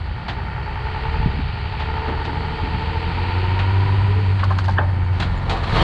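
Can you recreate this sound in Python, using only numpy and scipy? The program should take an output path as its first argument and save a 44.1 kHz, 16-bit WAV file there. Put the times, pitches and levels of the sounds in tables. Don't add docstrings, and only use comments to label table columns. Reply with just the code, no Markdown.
import sys
import numpy as np
from scipy import signal
from scipy.fft import rfft, irfft, next_fast_len
from scipy.io import wavfile
from scipy.ndimage import uniform_filter1d

SR = 44100
rng = np.random.default_rng(int(sys.argv[2]) if len(sys.argv) > 2 else 0)


def digitize_waveform(pressure):
    field = np.atleast_2d(pressure).T
    bounded = np.clip(field, -1, 1)
    quanta = np.round(bounded * 32767).astype(np.int16)
    wavfile.write(sys.argv[1], SR, quanta)


N = 257103
TIME = np.arange(N) / SR
TOP_SPEED = 98

# knock at low speed in dB, knock at high speed in dB,
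# pitch of its ring as a ratio, delay to the microphone in ms.
CYLINDERS = [(0, -6, 1.03, 0), (-4, 4.5, 1.02, .35), (-6, 1.5, 1.0, .1), (6, 7.5, .995, 0),
             (7.5, 7.5, .985, .2), (2, -.5, .97, .2)]


def exhaust(firings, speed, load_db, pipe_hz=447, pipe_width_hz=32):
    # multiple of the firing rate, relative level in dB.
    overtone_orders = [(1.5, -7), (2, -1), (2.5, -11.5), (3, -1.9), (11 / 3, -9), (4, -2), (13 / 3, -10.5),
                       (5, -9)]
    pipe_orders = [(16 / 3, -3), (11 / 2, -0.5), (35 / 6, 0), (20 / 3, 0)]
    burble_orders = [(1.5, -38), (2, -38.5)]

    def orders(table, follows=0, rough=.39):
        out = np.zeros(N)
        for multiple, db in table:
            phase = 2 * np.pi * (multiple * firings + rng.random()) + rough * drift(7)
            gain = from_db(db + follows * (multiple - 1) * load_db)
            out += gain * np.sin(phase) * (1 + rough * drift(28))
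        return out

    hauling = ramp(3.15, .15) * (1 - ramp(5.151, .049))
    free = from_db(-24 - .13 * (TOP_SPEED - speed) + .31 * load_db)
    boom = from_db(-16 - .5 * (TOP_SPEED - speed))
    level = (1 - hauling) * free + hauling * boom
    lope = 1 + .077 * np.sin(2 * np.pi * firings / len(CYLINDERS))
    tone = level * lope * np.sin(2 * np.pi * firings + .18 * drift(18))
    tone *= from_db(.34 * drift(27))
    overtone_db = -37.5 - .4 * np.maximum(93.8 - speed, 0)
    overtones = from_db(overtone_db) * orders(overtone_orders, follows=.25)
    drone = from_db(-40 + .41 * load_db) * resonate(orders(pipe_orders), pipe_hz, pipe_width_hz)
    burble = (1 - hauling) * orders(burble_orders)
    return np.sqrt(2) * (tone + overtones + drone + burble)


def diesel(firings, speed, load_db, low_speed=68, high_speed=78, jitter_s=.00005, burn_s=.0016):
    count = np.floor(firings - .08).astype(int)
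    cylinder = count % len(CYLINDERS)
    slow_db, fast_db, pitch, delay_ms = np.array(CYLINDERS)[cylinder].T
    revved = np.clip((speed - low_speed) / (high_speed - low_speed), 0, 1)
    blow_db = slow_db + revved * (fast_db - slow_db)
    fired = np.flatnonzero(np.diff(count)) + 1
    late, uneven_db = rng.standard_normal((len(fired), 2)).T
    delay_s = delay_ms[fired] / 1000 + jitter_s * late
    arrivals = np.clip(fired + (delay_s * SR).astype(int), 0, N - 1)
    blows, shakes = np.zeros((2, N))
    blows[arrivals] = from_db(blow_db[fired] + uneven_db)
    shakes[fired] = blows[arrivals] ** .25
    burning = signal.lfilter([1], [1, -np.exp(-1 / (burn_s * SR))], blows)
    force = blows + .05 * burning * rng.standard_normal(N)
    throb = 1 + .027 * unit(burning)
    return (block_knock(force, pitch, speed, load_db)
            + clatter(rattle(shakes, cylinder), throb, load_db)
            + injectors(rattle(shakes, cylinder), firings)
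            + fan_and_intake(throb))


def block_knock(force, pitch, speed, load_db, hot_speed=81, hood_hz=4000):
    # frequency in Hz, width in Hz, relative level in dB.
    block_modes = [(843, 36, -4.5), (894.6, 33, 10), (988, 40, -2), (1240, 42, -13.5), (1365, 38, -14.5),
                   (1875, 71, -16.5), (2280, 110, -24.5), (3050, 140, -19.5)]
    bay_modes = [(365, 35, -15), (449, 20, -3), (727, 24, -8), (806, 20, -1.5)]
    heat = 1 + .0036 * np.maximum(speed - hot_speed, 0)
    ring = np.zeros(N)
    for modes, tuning in (block_modes, pitch * heat), (bay_modes, 1):
        for k, (hz, width, db) in enumerate(modes):
            ring += (-1) ** k * from_db(db) * resonate(force, hz * tuning, width)
    muffled = steadied(soften(ring, hood_hz), hz=4.9)
    return from_db(-32.5 + load_db) * unit(muffled, band=(780, 1050))


def rattle(shakes, cylinder, length_s=.024, alike=.75):
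    size = int(length_s * SR)
    bursts = rng.standard_normal((len(CYLINDERS), size)) * np.exp(-np.arange(size) / size)
    own = sum(signal.oaconvolve(shakes * (cylinder == k), burst)[:N] for k, burst in enumerate(bursts))
    return np.sqrt(alike) * unit(own) + np.sqrt(1 - alike) * rng.standard_normal(N)


def clatter(rattling, throb, load_db):
    # frequency in Hz, density in dB.
    spectrum = [(100, -27.5), (250, -10.5), (400, 1), (600, -6), (850, 5.5), (1130, -4.5), (1420, 2),
                (1650, -1.5), (1900, -0.5), (2550, -8.5), (3050, -11), (3700, -39.5), (6000, -41),
                (12000, -100)]
    # frequency in Hz, width in Hz, relative level in dB.
    panel_modes = [(1222, 73, -1), (1409, 70, 1.5), (1855, 110, -5.5), (2267, 27, -1.5), (2560, 27, -8),
                   (3087, 41, -7), (3830, 44, -10), (4440, 24, -5), (4586, 37, -9), (5000, 22, -13)]
    shaking = steadied(rattling, hz=16) * throb
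    parts = unit(colour(shaking, spectrum), band=(1200, 2800))
    ring = sum(from_db(db) * resonate(shaking, hz, width) for hz, width, db in panel_modes)
    panels = unit(soften(ring, 5150, order=8))
    return from_db(.43 * load_db) * (from_db(-37) * parts + from_db(-41.5) * panels)


def injectors(rattling, firings, pulse_depth=.3):
    # time in seconds, level in dB.
    strain = [(0.3, -56), (.95, -41), (1.5, -42), (1.95, -43), (2.35, -54), (2.65, -40), (3.0, -40),
              (3.27, -36.5), (3.6, -38), (3.8, -41), (4.3, -42), (4.85, -60.5)]
    # frequency in Hz, density in dB.
    spectrum = [(900, -44), (1700, -5), (2300, 2.5), (2800, -1.5), (3500, -21), (5000, -28), (6000, -55),
                (12000, -86)]
    strain_db, = in_time(strain)
    spray = steadied(rattling, hz=11) * (1 + pulse_depth * np.cos(2 * np.pi * firings))
    return from_db(strain_db) * unit(colour(spray, spectrum))


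def fan_and_intake(throb):
    # time in seconds, level in dB.
    airflow = [(0, -51), (.6, -52.5), (1, -45.5), (2.3, -45.5), (3.3, -42), (4.6, -48), (4.9, -54)]
    # frequency in Hz, density in dB.
    spectrum = [(1000, -50.5), (1800, -17), (3000, 9), (3650, 3), (4200, 4.5), (4550, 6), (4900, -4),
                (5300, -18.5), (5800, -35.5), (9000, -50), (15000, -76.5)]
    air_db, = in_time(airflow)
    return from_db(air_db) * unit(noise(spectrum, throb), band=(3300, 5000))


def turbo(speed, lag_s=.3, hz_per_speed=103, waver_hz=45):
    # time in seconds, level in dB.
    rush = [(0.15, -73.5), (.5, -72), (1.1, -68.5), (1.5, -71.5), (2.4, -67), (3.3, -66), (4.0, -64.5),
            (4.6, -65.5), (4.95, -69.5)]
    # frequency in Hz, density in dB.
    spectrum = [(3000, -17), (5500, -0.5), (7000, -1), (8400, 1), (9300, -12.5), (10200, -18), (15000, -32)]
    boost = np.interp(TIME - lag_s, TIME, speed)
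    whistle_db = -86 - .7 * (TOP_SPEED - boost) + 1.5 * drift(15)
    whistle_hz = hz_per_speed * boost + waver_hz * drift(60)
    whistle = from_db(whistle_db) * np.sin(2 * np.pi * np.cumsum(whistle_hz) / SR)
    rush_db, = in_time(rush)
    return whistle + from_db(rush_db) * unit(noise(spectrum))


def timber_knocks(grit=.47):
    # start in
    # seconds, # peak in dB, length of contact in seconds, centre of the ring in Hz, its spread as a ratio.
    landings = [(.286, -20.5, .08, 2900, 1.7), (3.597, -24.5, .06, 3170, 1.23),
                (4.43, -10.5, 0.032, 1140, 1.7), (4.502, -14.5, 0.056, 930, 1.74),
                (4.51, -16.5, 0.072, 1070, 1.34), (4.585, -17.5, 0.017, 1440, 1.5),
                (4.587, -17.5, 0.009, 2900, 1.67), (4.676, -16.5, 0.04, 800, 1.3),
                (4.682, -15, 0.05, 884, 1.56), (4.774, -19, 0.033, 1550, 1.1),
                (4.782, -5.5, 0.024, 1600, 1.24), (4.783, -20, 0.043, 3120, 1.5),
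                (4.785, -13, 0.04, 730, 1.43), (4.794, -18, 0.04, 1100, 1.9),
                (4.807, -15.5, 0.033, 855, 1.5), (4.822, -23, 0.24, 740, 1.35)]
    # frequency in Hz, relative level in dB, t60 in seconds.
    modes = [(534, -12.5, 0.058), (618, -9.5, .06), (763, -8.5, 0.049), (868, -9, 0.06),
             (1060, -5.5, 0.026), (1290, -5.5, 0.021), (1460, -8, 0.021), (1565, -7, 0.03),
             (1756, -8.5, 0.027), (2160, -17, 0.0085), (2550, -13, 0.0097), (3370, -12.5, 0.0061)]
    out, age = np.zeros(N), TIME[:SR // 2]
    for start, peak_db, contact_s, centre_hz, spread in landings:
        contact = grit * decay(start, contact_s) * rng.standard_normal(N)
        contact[round(start * SR)] += 1
        ring = np.zeros_like(age)
        for k, (hz, db, t60) in enumerate(modes):
            detuned_hz = hz * (1 + .015 * rng.standard_normal())
            ring += (-1) ** k * from_db(db - 60 * age / t60) * np.sin(2 * np.pi * detuned_hz * age)
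        struck = signal.oaconvolve(contact, ring)[:N]
        blow = bandpass(struck, (centre_hz / spread, centre_hz * spread), order=2)
        out += from_db(peak_db) * blow / np.abs(blow).max()
    return out


def wood_cracks(snap_loss_db=2):
    # start in seconds, level in dB, t60 in seconds, snaps, gap in seconds.
    runs = [(4.44, -20.5, 0.048, 1, .01), (4.507, -27, .025, 2, 0.018), (4.585, -19, 0.087, 1, .01),
            (4.643, -23, 0.03, 3, 0.0075), (4.683, -23.5, 0.035, 5, 0.013)]
    # frequency in Hz, density in dB.
    spectrum = [(400, -10.5), (1200, 1.5), (2500, -3.5), (4500, -1.5), (5500, -13.5), (7000, -18.5),
                (9000, -28), (10500, -33), (13000, -42), (16000, -70)]
    envelope = sum(from_db(db - snap_loss_db * k) * decay(start + gap_s * k, t60)
                   for start, db, t60, snaps, gap_s in runs for k in range(round(snaps)))
    return noise(spectrum, envelope)


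def skid_slips(rise_s=.005):
    # start in seconds, relative level in dB, t60 in seconds, brightness in Hz.
    jerks = [(0.28, -17.5, 0.18, 4480), (1.795, -21, 0.25, 3470), (2.079, -20, 0.13, 2480),
             (2.247, -21, 0.098, 5500), (3.588, -16.5, 0.14, 3900), (4.391, -21.5, 0.17, 3620),
             (5.197, -17.5, 0.17, 9100), (5.223, -17, 0.12, 4440), (5.493, -15.5, 0.23, 8200),
             (5.567, -28, 0.064, 8150), (5.632, -23.5, 0.13, 6000), (5.692, -22, 0.069, 6060)]
    # frequency in Hz, density in dB.
    spectrum = [(300, -21), (700, 7), (1200, 5), (2400, 1), (4000, -0.5), (4800, -5.5), (5600, -17.5),
                (7000, -17.5), (9200, -24.5), (10200, -36.5), (12500, -38), (16000, -72)]
    splinters = grains(per_s=8200, spread_db=1.5)
    crunch = sum(from_db(db) * soften(splinters * ramp(start, rise_s) * decay(start, t60), hz)
                 for start, db, t60, hz in jerks)
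    return colour(crunch, spectrum)


def tank_slide(rise_s=.05, judder_db=1.0):
    # time in seconds, groan in dB, rasp in dB.
    course = [(5.08, -70, -61), (5.15, -45, -42), (5.27, -42, -41), (5.43, -36.5, -44), (5.53, -27.5, -39),
              (5.62, -33, -36.5), (5.71, -31.5, -31.5), (5.77, -20, -24), (5.83, -20.5, -23.5)]
    # frequency in Hz, density in dB.
    groan_spectrum = [(40, -15), (120, 0), (200, 2), (330, -1.5), (440, 1.5), (600, 0), (830, 1), (1200, 1),
                      (1800, -25), (2800, -26), (5000, -36), (10000, -93)]
    rasp_spectrum = [(900, 2.5), (1800, 5.5), (2600, 1), (3300, 1), (4400, 0.5), (5000, -13), (5700, -19),
                     (9000, -26.5), (10200, -36), (12500, -39), (16000, -72)]
    groan_db, rasp_db = in_time(course)
    drag = ramp(course[0][0], rise_s) * from_db(judder_db * drift(54))
    groan = from_db(groan_db) * unit(colour(grains(per_s=1200, spread_db=0), groan_spectrum))
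    rasp = from_db(rasp_db) * unit(colour(grains(per_s=6100, spread_db=-1), rasp_spectrum))
    return drag * (groan + rasp)


def skid_squeals(waver=.011):
    # middle in seconds, length in seconds, pitch in Hz, peak in dB.
    squeals = [(4.114, .035, 407, -25.5), (4.19, 0.074, 433, -30.5), (4.303, .06, 429, -33.5),
               (5.048, 0.023, 6750, -65), (5.38, 0.025, 7050, -56), (5.37, 0.037, 8700, -71),
               (5.542, 0.07, 771, -27.5), (5.801, 0.01, 3114, -22.5), (5.813, .007, 3205, -21),
               (5.815, .015, 3310, -28)]
    clock = np.cumsum(1 + waver * drift(230)) / SR
    return sum(from_db(db) * swell(middle, length / 2) * np.sin(2 * np.pi * hz * clock)
               for middle, length, hz, db in squeals)


def bed_thumps(rise_s=.0018, lowest_hz=55):
    # start in seconds, level in dB, t60 in seconds, upper edge in Hz.
    thumps = [(.29, -30, 0.41, 302), (1.2, -19, 0.2, 130), (1.23, -14, 0.094, 129),
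              (1.259, -9.5, 0.08, 187), (1.268, -24, 0.09, 380), (1.337, -24.5, 0.25, 240),
              (1.389, -21.5, 0.096, 280), (1.532, -14, 0.068, 120), (2.08, -25, 0.29, 543),
              (2.256, -27.5, 0.81, 400), (2.63, -26, .3, 272), (2.741, -22, 0.23, 218),
              (3.17, -29, .25, 302), (4.787, -23.5, 0.17, 410), (5.199, -25.5, 0.25, 287),
              (5.319, -16.5, 0.12, 114)]
    out = np.zeros(N)
    for start, db, t60, top_hz in thumps:
        shudder = steadied(bandpass(rng.standard_normal(N), (lowest_hz, top_hz)), hz=40.3)
        out += from_db(db) * ramp(start, rise_s) * decay(start, t60) * unit(shudder)
    return out


def yard(x, dull_hz=3000):
    # delay in seconds, level in dB.
    echoes = [(.0087, -11), (.019, -16), (.031, -29.5), (.058, -25), (.11, -23.5)]
    dull = soften(x, dull_hz)
    return x + sum(from_db(db) * np.interp(TIME - delay, TIME, dull, left=0) for delay, db in echoes)


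def rumble():
    # frequency in Hz, density in dB.
    deep_spectrum = [(4, -47.5), (20, 3), (45, 14.5), (65, 7), (90, 11), (130, -37.5), (1000, -100)]
    body_spectrum = [(30, -24.5), (70, 1.5), (100, 3.5), (135, -1.5), (180, -7.5), (260, -20), (400, -29),
                     (800, -28), (4000, -100)]
    # middle and half length in seconds, deep gain and body gain in dB.
    rocking = [(.3, 0.5, -5, 1), (1.246, 0.18, 6, 4.5), (4.848, 0.5, -3, 4), (5.38, 0.26, 6, 1.5),
               (5.82, 0.14, 10.5, 12.5)]
    deep_db, body_db = sum(np.outer(gains, swell(middle, half)) for middle, half, *gains in rocking)
    deep = unit(steadied(noise(deep_spectrum), hz=2.3), band=(20, 55))
    body = unit(steadied(noise(body_spectrum), hz=9.1), band=(110, 170))
    return from_db(-32 + deep_db) * deep + from_db(-36 + body_db) * body


def from_db(db):
    return 10 ** (np.asarray(db) / 20)


def in_time(rows):
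    times, *columns = np.transpose(rows)
    return [np.interp(TIME, times, column) for column in columns]


def ramp(start, length):
    return np.clip((TIME - start) / length, 0, 1)


def decay(start, t60):
    age = TIME - start
    return (age >= 0) * from_db(-60 * np.clip(age / t60, 0, 4))


def swell(middle, half_length):
    return np.exp(-np.minimum(((TIME - middle) / half_length) ** 2, 50))


def unit(x, band=None):
    part = x if band is None else bandpass(x, band)
    return x / (np.std(part) + 1e-12)


def steadied(x, hz):
    return x / np.sqrt(uniform_filter1d(x ** 2, int(SR / hz)) / np.mean(x ** 2) + 1e-6)


def soften(x, hz, order=2):
    return signal.sosfilt(signal.butter(order, hz, fs=SR, output="sos"), x + 1e-18)


def bandpass(x, band, order=4):
    return signal.sosfilt(signal.butter(order, band, "band", fs=SR, output="sos"), x)


def resonate(x, hz, width_hz):
    pole = np.exp(-np.pi * width_hz / SR)
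    turn = np.exp(2j * np.pi * np.cumsum(hz * np.ones(N)) / SR)
    return 2 * (turn * signal.lfilter([1 - pole], [1, -pole], (x + 1e-18) / turn)).imag


def colour(x, spectrum):
    size = 2 * next_fast_len(N // 2 + SR // 8)
    hz, db = np.transpose(spectrum)
    bins_hz = np.maximum(np.arange(size // 2 + 1) * SR / size, 1)
    gain = from_db(np.interp(np.log(bins_hz), np.log(hz), db))
    cepstrum = irfft(np.log(gain))
    response = np.exp(rfft(2 * cepstrum[:size // 2], size) - cepstrum[0])
    return irfft(rfft(x, size) * response)[:N]


def noise(spectrum, envelope=1):
    return colour(envelope * rng.standard_normal(N), spectrum)


def drift(hz):
    return unit(soften(rng.standard_normal(N + SR), hz)[SR:])


def grains(per_s, spread_db):
    sizes = from_db(spread_db * np.minimum(rng.exponential(1, N), 4)) * rng.choice([-1, 1], N)
    return unit(sizes * (rng.random(N) < per_s / SR))


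def scene():
    # time in seconds, firings per second.
    revs = [(0.0, 55.1), (0.5, 61.66), (0.75, 62.11), (1.1, 67.7), (1.55, 71.01), (2.0, 76.09),
            (2.5, 78.82), (3.0, 82.34), (3.3, 89.4), (3.72, 96.24), (4.0, 98.41), (5.83, 85.09)]
    # time in seconds, load in dB.
    pull = [(0, -16), (.35, -6.5), (1.15, 0), (1.45, -10), (1.7, -6), (1.95, 1), (2.7, -2), (3.3, 0),
            (3.9, -1), (4.35, -9), (5.1, -9.5)]
    speed, = in_time(revs)
    load_db, = in_time(pull)
    firings = np.cumsum(speed) / SR
    truck = exhaust(firings, speed, load_db) + diesel(firings, speed, load_db) + turbo(speed)
    tank = yard(timber_knocks() + wood_cracks() + skid_slips() + tank_slide() + skid_squeals())
    return (truck + tank + bed_thumps() + rumble())[None]


def record(dry, cutoff_hz=15700, fade_s=.002):
    closing = np.clip((TIME[-1] - TIME) / fade_s, 0, 1)
    return signal.sosfilt(signal.cheby2(12, 70, cutoff_hz, fs=SR, output="sos"), dry * closing)


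dry = scene()
out = record(dry)
digitize_waveform(out)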